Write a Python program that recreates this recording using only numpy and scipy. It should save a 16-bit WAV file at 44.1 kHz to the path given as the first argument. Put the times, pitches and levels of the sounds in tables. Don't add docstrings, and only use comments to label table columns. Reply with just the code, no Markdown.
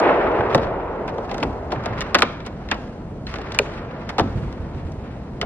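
import sys
import numpy as np
from scipy import signal
from scipy.fft import rfft, irfft, next_fast_len
from scipy.io import wavfile
from scipy.ndimage import uniform_filter1d, minimum_filter1d

SR = 44100
rng = np.random.default_rng(int(sys.argv[2]) if len(sys.argv) > 2 else 0)


def invert_db(level):
    return 10 ** (np.asarray(level, dtype=float) / 20)


def to_wav(sig):
    pcm = np.clip(np.atleast_2d(sig), -1, 1) * 32767
    pcm = np.round(pcm).astype(np.int16)
    wavfile.write(sys.argv[1], SR, pcm.T)


N = 240653

EDGES = 22 * 2 ** np.arange(0, 9.6, .5)
DULL_HZ = 1500
# t/s, peak level/dB,
# f/Hz, t60/s
THUDS = [(0.395, -16.5, 92, 0.1), (0.551, -7, 145, 0.058), (1.421, -22, 273, 0.27),
         (1.767, -18, 125, 0.096), (1.907, -12, 110.5, 0.052), (1.987, -16, 72.4, 0.046),
         (3.212, -31, 99.6, 0.12), (4.206, -21, 121, 0.078), (4.214, -13, 85, 0.076),
         (4.237, -19.5, 266, 0.1), (4.259, -24, 104, 0.062), (4.354, -16.5, 95.3, 0.15),
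         (4.373, -7.5, 147, 0.031), (4.387, -29, 105, 0.12), (4.423, -20, 143, 0.16),
         (4.748, -19.5, 96, 0.14), (4.85, -11, 74, 0.058), (4.601, -19.5, 61, 0.13), (4.978, -27, 67, .15)]


def rms_one(x):
    return x / np.sqrt(np.mean(x ** 2) + 1e-20)


def at_hz(points, hz):
    table_hz, value = np.transpose(points)
    return np.interp(np.log(hz), np.log(table_hz), value)


def drift(rate):
    r = np.exp(-80 * np.pi * rate / SR)
    noise = rng.standard_normal(N // 40 + 2002)
    slow = signal.lfilter([1], [1, -2 * r, r * r], noise)[2000:]
    return np.interp(np.arange(N) / 40, np.arange(len(slow)), rms_one(slow))


def band(x, low, high):
    return signal.sosfilt(signal.butter(2, [low, high], "band", fs=SR, output="sos"), x + 1e-18)


def spread(pair, hz):
    # f/Hz, likeness [0-1]
    likeness = [(30, 1), (70, 0.99), (130, 1), (250, 0.97), (600, 0.9), (1400, 0.56), (2800, 0.43),
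                (5000, 0.49), (12000, 0.57)]
    alike = np.clip(at_hz(likeness, hz), 0, 1)
    shared = np.sqrt(1 + alike) * pair[0]
    opposed = np.sqrt(1 - alike) * pair[1] * [[1], [-1]]
    return (shared + opposed) / np.sqrt(2)


def grit(shape, spread_db):
    size_db = spread_db * np.minimum(rng.exponential(1, shape[-1]), 5)
    return rng.standard_normal(shape) * invert_db(size_db)


def layer_gain(spectrum, hz, low, high):
    gains = invert_db(at_hz(spectrum, hz))
    lift = np.sqrt(1 + (np.tan(np.pi * hz / SR) / np.tan(np.pi * DULL_HZ / SR)) ** 4)
    inside = (hz > low) & (hz < high)
    power = np.sum((gains ** 2 * hz)[inside]) * 0.7 / SR
    return lift * gains / np.sqrt(power)


def backgrounds():
    # t/s, level/dB
    bang = [
        (0.0, -15.5),
        (0.11, -12),
        (0.135, -17),
        (0.46, -20),
        (0.7, -24.5),
        (1.22, -29),
        (1.7, -32),
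        (2.4, -44),
        (5.457, -70),
    ]
    bang_top_db, bang_top_loss_db_per_s, bang_top_tilt_db = -10, 9.5, -19.5
    # t/s, effort level/dB, crispness of the folds/dB
    motion = [(0.0, -54.5, 17), (0.6, -52, 6), (0.85, -63.5, 4), (1.1, -58, 9.5), (1.36, -49, 8.5),
              (1.7, -60, 8.5), (1.9, -37.5, -8), (2.3, -44.5, 1.5), (2.46, -52.5, -4), (2.8, -50, 8.5),
              (3.1, -60.5, 4), (3.262, -65.5, 17), (3.33, -44.5, 5.5), (3.79, -44.5, -8), (3.83, -45, -7),
              (4.28, -46, 3), (4.73, -53, -2.5), (5.457, -63.5, 9)]
    # f/Hz, density/dB
    rumble_spectrum = [(13, -34), (22, -14.5), (44, 0), (212, -4.5), (341, -12), (433, -16.5), (494, 0),
                       (594, -28), (1460, -62), (1710, -34.5), (12000, -58.5), (15600, -96.5),
                       (22000, -120)]
    # f/Hz, density/dB
    echo_spectrum = [(71, -48.5), (120, -22), (221, -10.5), (452, 3), (625, 0), (767, -2.5), (924, -3.5),
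                     (2320, -27), (7000, -76), (9100, -88.5), (15400, -120)]
    # f/Hz, density/dB
    rustle_spectrum = [(500, -14), (1100, 9), (2000, 3.5), (3200, -6.5), (4500, -9.5), (7000, -23),
                       (12000, -32), (16000, -54.5)]
    rumble_db, creak_db, woods_db = -34.5, 7.5, -40.5
    drag_hz, drag_db = 2820, 3

    t = np.arange(N) / SR
    bang_db = np.interp(t, *np.transpose(bang))
    s, *columns = np.transpose(motion)
    effort_db, crisp_db = [np.interp(t, s, c) for c in columns]
    low_gain = np.hypot(invert_db(rumble_db), shudder())
    mid_gain = np.sqrt(invert_db(bang_db) ** 2 + invert_db(effort_db + creak_db) ** 2 + invert_db(woods_db) ** 2)
    top_db = bang_db + bang_top_db - bang_top_loss_db_per_s * t

    hz = np.sqrt(EDGES[1:] * EDGES[:-1])
    rumble = layer_gain(rumble_spectrum, hz, 40, 250)
    echo = layer_gain(echo_spectrum, hz, 350, 1100)
    rustle = layer_gain(rustle_spectrum, hz, 1500, 3500)
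    smooth = rng.standard_normal((2, 2, N))
    cloth = rms_one(grit((2, 2, N), spread_db=1.5)) * invert_db(2.06 * drift(50))
    out = 0
    for k, centre in enumerate(hz):
        far = np.hypot(rumble[k] * low_gain, echo[k] * mid_gain * invert_db(-2.0))
        far = far * invert_db(0.68 * drift(11))
        share = np.clip(np.log2(centre / 2800), 0, 1)
        folds = np.hypot(invert_db(effort_db + share * crisp_db), invert_db(top_db + share * bang_top_tilt_db))
        treble_share = np.clip(np.log2(centre / 1100) / 1.7, 0, 1.3)
        sing_db = drag_db * np.exp(-(np.log2(centre / drag_hz) / .6) ** 2)
        near = rustle[k] * np.hypot(folds * invert_db(-2.5), scuffing(treble_share) * invert_db(sing_db))
        noise = smooth[k % 2] * far + cloth[k % 2] * near
        out = out + spread(band(noise, *EDGES[k:k + 2]), centre)
    return signal.sosfilt(signal.butter(2, DULL_HZ, fs=SR, output="sos"), out)


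def knocks():
    # t/s, peak level/dB,
    # hollowness/dB, crispness/dB, t60/s
    blows = [(0.0004, -24.5, 4, -1.5, 0.036), (0.4075, -19, 2.5, -33, 0.021),
             (0.5472, -6.5, 7.5, -15, 0.025), (0.5524, -20, 2, -4, 0.045), (1.3134, -22, -1, -15, 0.056),
             (1.4282, -12.5, -2, -24.5, 0.05), (1.4344, -19.5, 2, -9, 0.015),
             (1.7229, -25.5, -3, -11.5, 0.049), (1.8587, -18.5, -1, -13, 0.052),
             (2.0074, -18, -32, -6.5, 0.03), (2.1454, -3.5, -8.5, -12, 0.041),
             (2.151, -1, -11.5, -20.5, 0.047), (2.1864, -14.5, -11, -12, 0.059),
             (2.1909, -17.5, -10, -4.5, 0.023), (2.2213, 3.5, -17, -21.5, 0.021),
             (2.2284, -10.5, -5, -16, 0.049), (2.7132, -8, -10.5, -17.5, 0.072),
             (3.3403, -20, -8.5, -15, 0.031), (3.3578, -24, -19, -17.5, 0.069),
             (3.5885, -5, -14.5, -6.5, 0.027), (4.1824, -14.5, 0.5, -15, 0.081),
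             (4.1902, -14, -14, -13.5, 0.021), (4.1964, -10.5, 2, -14, 0.031),
             (5.4138, -17.5, -14, -9, 0.061)]
    # t/s, peak level/dB, hollowness/dB, crispness/dB
    ticks = [(0.5036, -28, 1.5, -30), (0.5344, -26, 6, -21), (0.579, -21, 3.5, -21),
             (0.6322, -27.5, -2, -18), (1.0783, -32, 8.5, -12), (1.0941, -40, 16, -9.5),
             (1.1824, -33, 13, -13.5), (1.344, -26.5, -4, -11.5), (1.3813, -27.5, 3, -9),
             (1.72, -20.5, 7, -16.5), (1.8377, -33.5, -1, -11), (2.0141, -17, -31, -16.5),
             (2.0215, -25.5, -10, -7.5), (2.2054, -25.5, 4, -4.5), (2.404, -30, -9, -22),
             (2.4638, -30.5, -0.5, -4), (2.4688, -29.5, -14, -12.5), (2.688, -25.5, -27, -18),
             (2.7435, -28, 1, -14), (3.27, -26.5, -25, -19.5), (3.3856, -30.5, 5.5, -15),
             (3.4164, -32, -16, -12), (3.5214, -28, -14, -6), (3.5468, -23.5, -6, -5.5),
             (4.0916, -24.5, -4.5, -11), (4.1017, -37.5, -5, -19), (4.2072, -21, 2, -14),
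             (4.5264, -38, -1, -7), (4.9204, -45, -16, -1), (5.4274, -23.5, 4, -27)]
    # f/Hz, level/dB
    board = [(150, -2), (350, -3), (700, 5), (1500, 1), (2600, -2.5), (4000, 0), (6500, -10),
             (11000, -21.5), (16000, -27.5)]
    tick_t60_s, body_hz = 0.049, 900

    length = int(.1 * SR)
    t = np.arange(length) / SR
    contacts = list(blows) + [(*row, tick_t60_s) for row in ticks]
    grains = np.array([rms_one(grit((2, length), spread_db=-1.0)) for row in contacts])
    grains[:, 0, 4] = -invert_db(22.5)
    uneven_db = rng.normal(0, 0.99, (len(contacts), len(EDGES)))
    out = 0
    for k, (low, high) in enumerate(zip(EDGES, EDGES[1:])):
        hz = np.sqrt(low * high)
        if low < 160:
            continue
        push = np.zeros((2, N + length))
        body_db = 1.2 * np.exp(-(np.log2(hz / body_hz) / 0.2) ** 2)
        swell = 1 - np.exp(-t * hz / 0.23)
        for (s, db, low_db, high_db, t60), grain, own_db in zip(contacts, grains, uneven_db):
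            tilt = [(750, low_db), (1500, 0.0049), (3000, 0), (6000, high_db + 12)]
            colour_db = at_hz(tilt, hz) + at_hz(board, hz)
            ring = np.clip(t60, .005, .2) * (hz / 2000) ** -.6
            level = invert_db(db + colour_db + body_db + own_db[k] - 60 * t / ring)
            push[:, round(s * SR):][:, :length] += swell * level * spread(grain, hz)
        out = out + (-1) ** k * band(push[:, :N], low, high) * np.sqrt(SR / hz) * invert_db(-12.5)
    return out * invert_db([[.4], [-.4]])


def forest(x):
    t60_s = 0.55
    t = np.arange(SR) / SR
    tail = rng.standard_normal((2, SR)) * invert_db(-60 * t / t60_s) * (1 - np.exp(-t / 0.0019))
    dull = signal.butter(1, [300, 3500], "band", fs=SR, output="sos")
    tail = signal.sosfilt(dull, spread(tail, 1500))
    tail = tail / np.sqrt(np.sum(tail[0] ** 2))
    return signal.fftconvolve(x.mean(axis=0)[None], tail, axes=1)[:, :N]


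def rings(table, rise_cycles, detune):
    out = np.zeros(N)
    turns = rng.random((len(table), 2))
    for (s, db, hz, t60), turn in zip(table, turns):
        t = np.arange(N - round(s * SR))[:SR // 2] / SR
        pair = np.sin(2 * np.pi * hz * t) + 0.43 * np.sin(2 * np.pi * (hz * detune * t + turn[0]))
        shape = (1 - np.exp(-t * hz / rise_cycles)) * invert_db(db - 60 * t / np.clip(t60, .004, .25))
        out[round(s * SR):][:len(t)] += shape * pair
    return out


def thuds():
    return rings(THUDS, rise_cycles=0.28, detune=1.4) * invert_db([[-1.2], [1.2]])


def shudder():
    level_db, shudder_t60_s = -16, 0.75
    t = np.arange(N) / SR
    power = np.zeros(N)
    for s, db, hz, t60 in THUDS:
        decay = invert_db(db + level_db - 60 * (t - s) / shudder_t60_s)
        power += (t > s) * (t60 / 0.093) ** 2 * decay ** 2
    return np.sqrt(power)


def pings():
    # t/s, peak level/dB, f/Hz, t60/s
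    struck = [(0.4075, -13, 1490, 0.016), (2.7135, -21, 900, .04), (3.268, -25.5, 4150, 0.024),
              (3.5194, -25, 3470, .015), (4.183, -21, 820, 0.063), (4.196, -10.5, 892, .04),
              (4.9194, -54, 5570, 0.011), (5.4145, -15, 2980, 0.021), (5.4155, -20.5, 1900, 0.019),
              (5.419, -18, 425, .04), (3.596, -11, 587, 0.036), (3.617, -20.5, 543, .05),
              (0.549, -10.5, 1380, .015)]
    return rings(struck, rise_cycles=0.4, detune=0.73)


def scuffing(treble_share):
    # t/s, length/s, level/dB, treble level/dB
    strokes = [(0.495, 0.034, -37, -3), (0.615, 0.032, -41.5, 2.5), (1.08, 0.011, -37, 0),
               (1.293, 0.0088, -43, 2), (1.337, 0.014, -54, 5), (1.4, 0.034, -47.5, 7),
               (1.849, 0.012, -43, -3), (1.748, 0.103, -36, -11), (1.98, 0.035, -44, 5),
               (2.182, 0.016, -43.5, 9), (2.447, .03, -46.5, 4), (2.698, 0.021, -42.5, 1),
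               (3.277, 0.058, -45.5, 5), (3.402, 0.12, -41, -3), (3.54, 0.039, -44.5, 4.5),
               (3.639, 0.18, -44.5, -2.5), (4.09, 0.0076, -39, 5), (4.745, 0.059, -53, 3),
               (1.704, 0.04, -47.5, 6), (5.037, 0.25, -53, -0.5), (5.333, 0.059, -64, 7),
               (3.72, 0.078, -52, 4.5), (1.246, 0.065, -56, 5.5), (2.255, 0.075, -53, 9)]
    gain = np.zeros(N)
    for s, length, db, treble_db in strokes:
        t = np.arange(int((length + .04) * SR)) / SR
        fade_db = -40 * t - 900 * np.maximum(t - length, 0)
        gain[round(s * SR):][:len(t)] += invert_db(db + treble_share * treble_db + fade_db)
    return gain


def snap():
    # t/s, peak level/dB, f/Hz, t60/s
    modes = [
        (3.5884, 8, 2455, 0.012),
        (3.5886, -9, 2884, 0.011),
        (3.5888, -13, 4020, 0.012),
        (3.5888, -22.5, 6970, 0.0068),
        (3.5965, -5.5, 413, 0.054),
    ]
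    ring = rings(modes, rise_cycles=5.2, detune=1.12)
    return np.array([np.roll(ring, 4), ring])


def scene():
    forest_db = -21
    contacts = knocks() + pings() + thuds()
    crack = snap()
    tail = invert_db(forest_db) * forest(contacts + 0.28 * crack)
    return contacts + crack + tail + backgrounds()


def starve(x):
    # from f/Hz, level under the masking sound/dB, fall [dB per kHz]
    starved = [
        (5500, -34, .7),
        (8500, -41, .8),
    ]
    hz, _, cells = signal.stft([(x[0] + x[1]) / 2, (x[0] - x[1]) / 2], SR, nperseg=512)
    power = np.abs(cells) ** 2
    masker = uniform_filter1d(power[0, (hz > 1500) & (hz < 6000)].sum(axis=0), size=7)
    bands = power[:, :256].reshape(2, 32, 8, -1).sum(axis=2)
    luck_db = 4.5 * rng.standard_normal((2, 32, len(masker) // 4 + 1))
    luck_db = np.repeat(luck_db, 4, axis=2)[..., :len(masker)]
    under_db = 10 * np.log10(uniform_filter1d(bands, size=3) / masker + 1e-15) + luck_db
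    under_db = np.repeat(under_db, 8, axis=1)
    top = power[:, hz > 6300].sum(axis=(0, 1))
    quiet_before = minimum_filter1d(uniform_filter1d(top, size=3), size=11, origin=4)
    attack = top > 9 * quiet_before
    for cell, level_db, (from_hz, limit_db, fall_db) in zip(cells, under_db, starved):
        above = (hz[:256, None] - from_hz) / 1000
        kept = np.clip((level_db - limit_db + fall_db * above) / 2, 0, 1)
        cell[:256] *= np.where((above > 0) & ~attack, kept, 1)
    mid, side = signal.istft(cells, SR, nperseg=512)[1][:, :N]
    return np.array([mid + side, mid - side])


def band_limit(x):
    return signal.sosfilt(signal.butter(12, 16390, fs=SR, output="sos"), x)


def record(dry):
    # f/Hz, lead of the left port [radians]
    port_phase = [(0, 0), (1720, .65), (3960, 2.7), (6120, 3.1), (11500, 3.1), (14500, 2.4), (16000, 2.4)]
    size = next_fast_len(N + 4096)
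    hz, lead = np.transpose(port_phase)
    lead = np.interp(np.arange(size // 2 + 1) * SR / size, hz, lead)
    turn = np.exp(.5j * lead * [[1], [-1]])
    ports = irfft(rfft(dry, size) * turn, size)[:, :N]
    mix = starve(1.357 * np.tanh(ports / 1.223))
    return band_limit(mix)


dry = scene()
out = record(dry)
to_wav(out)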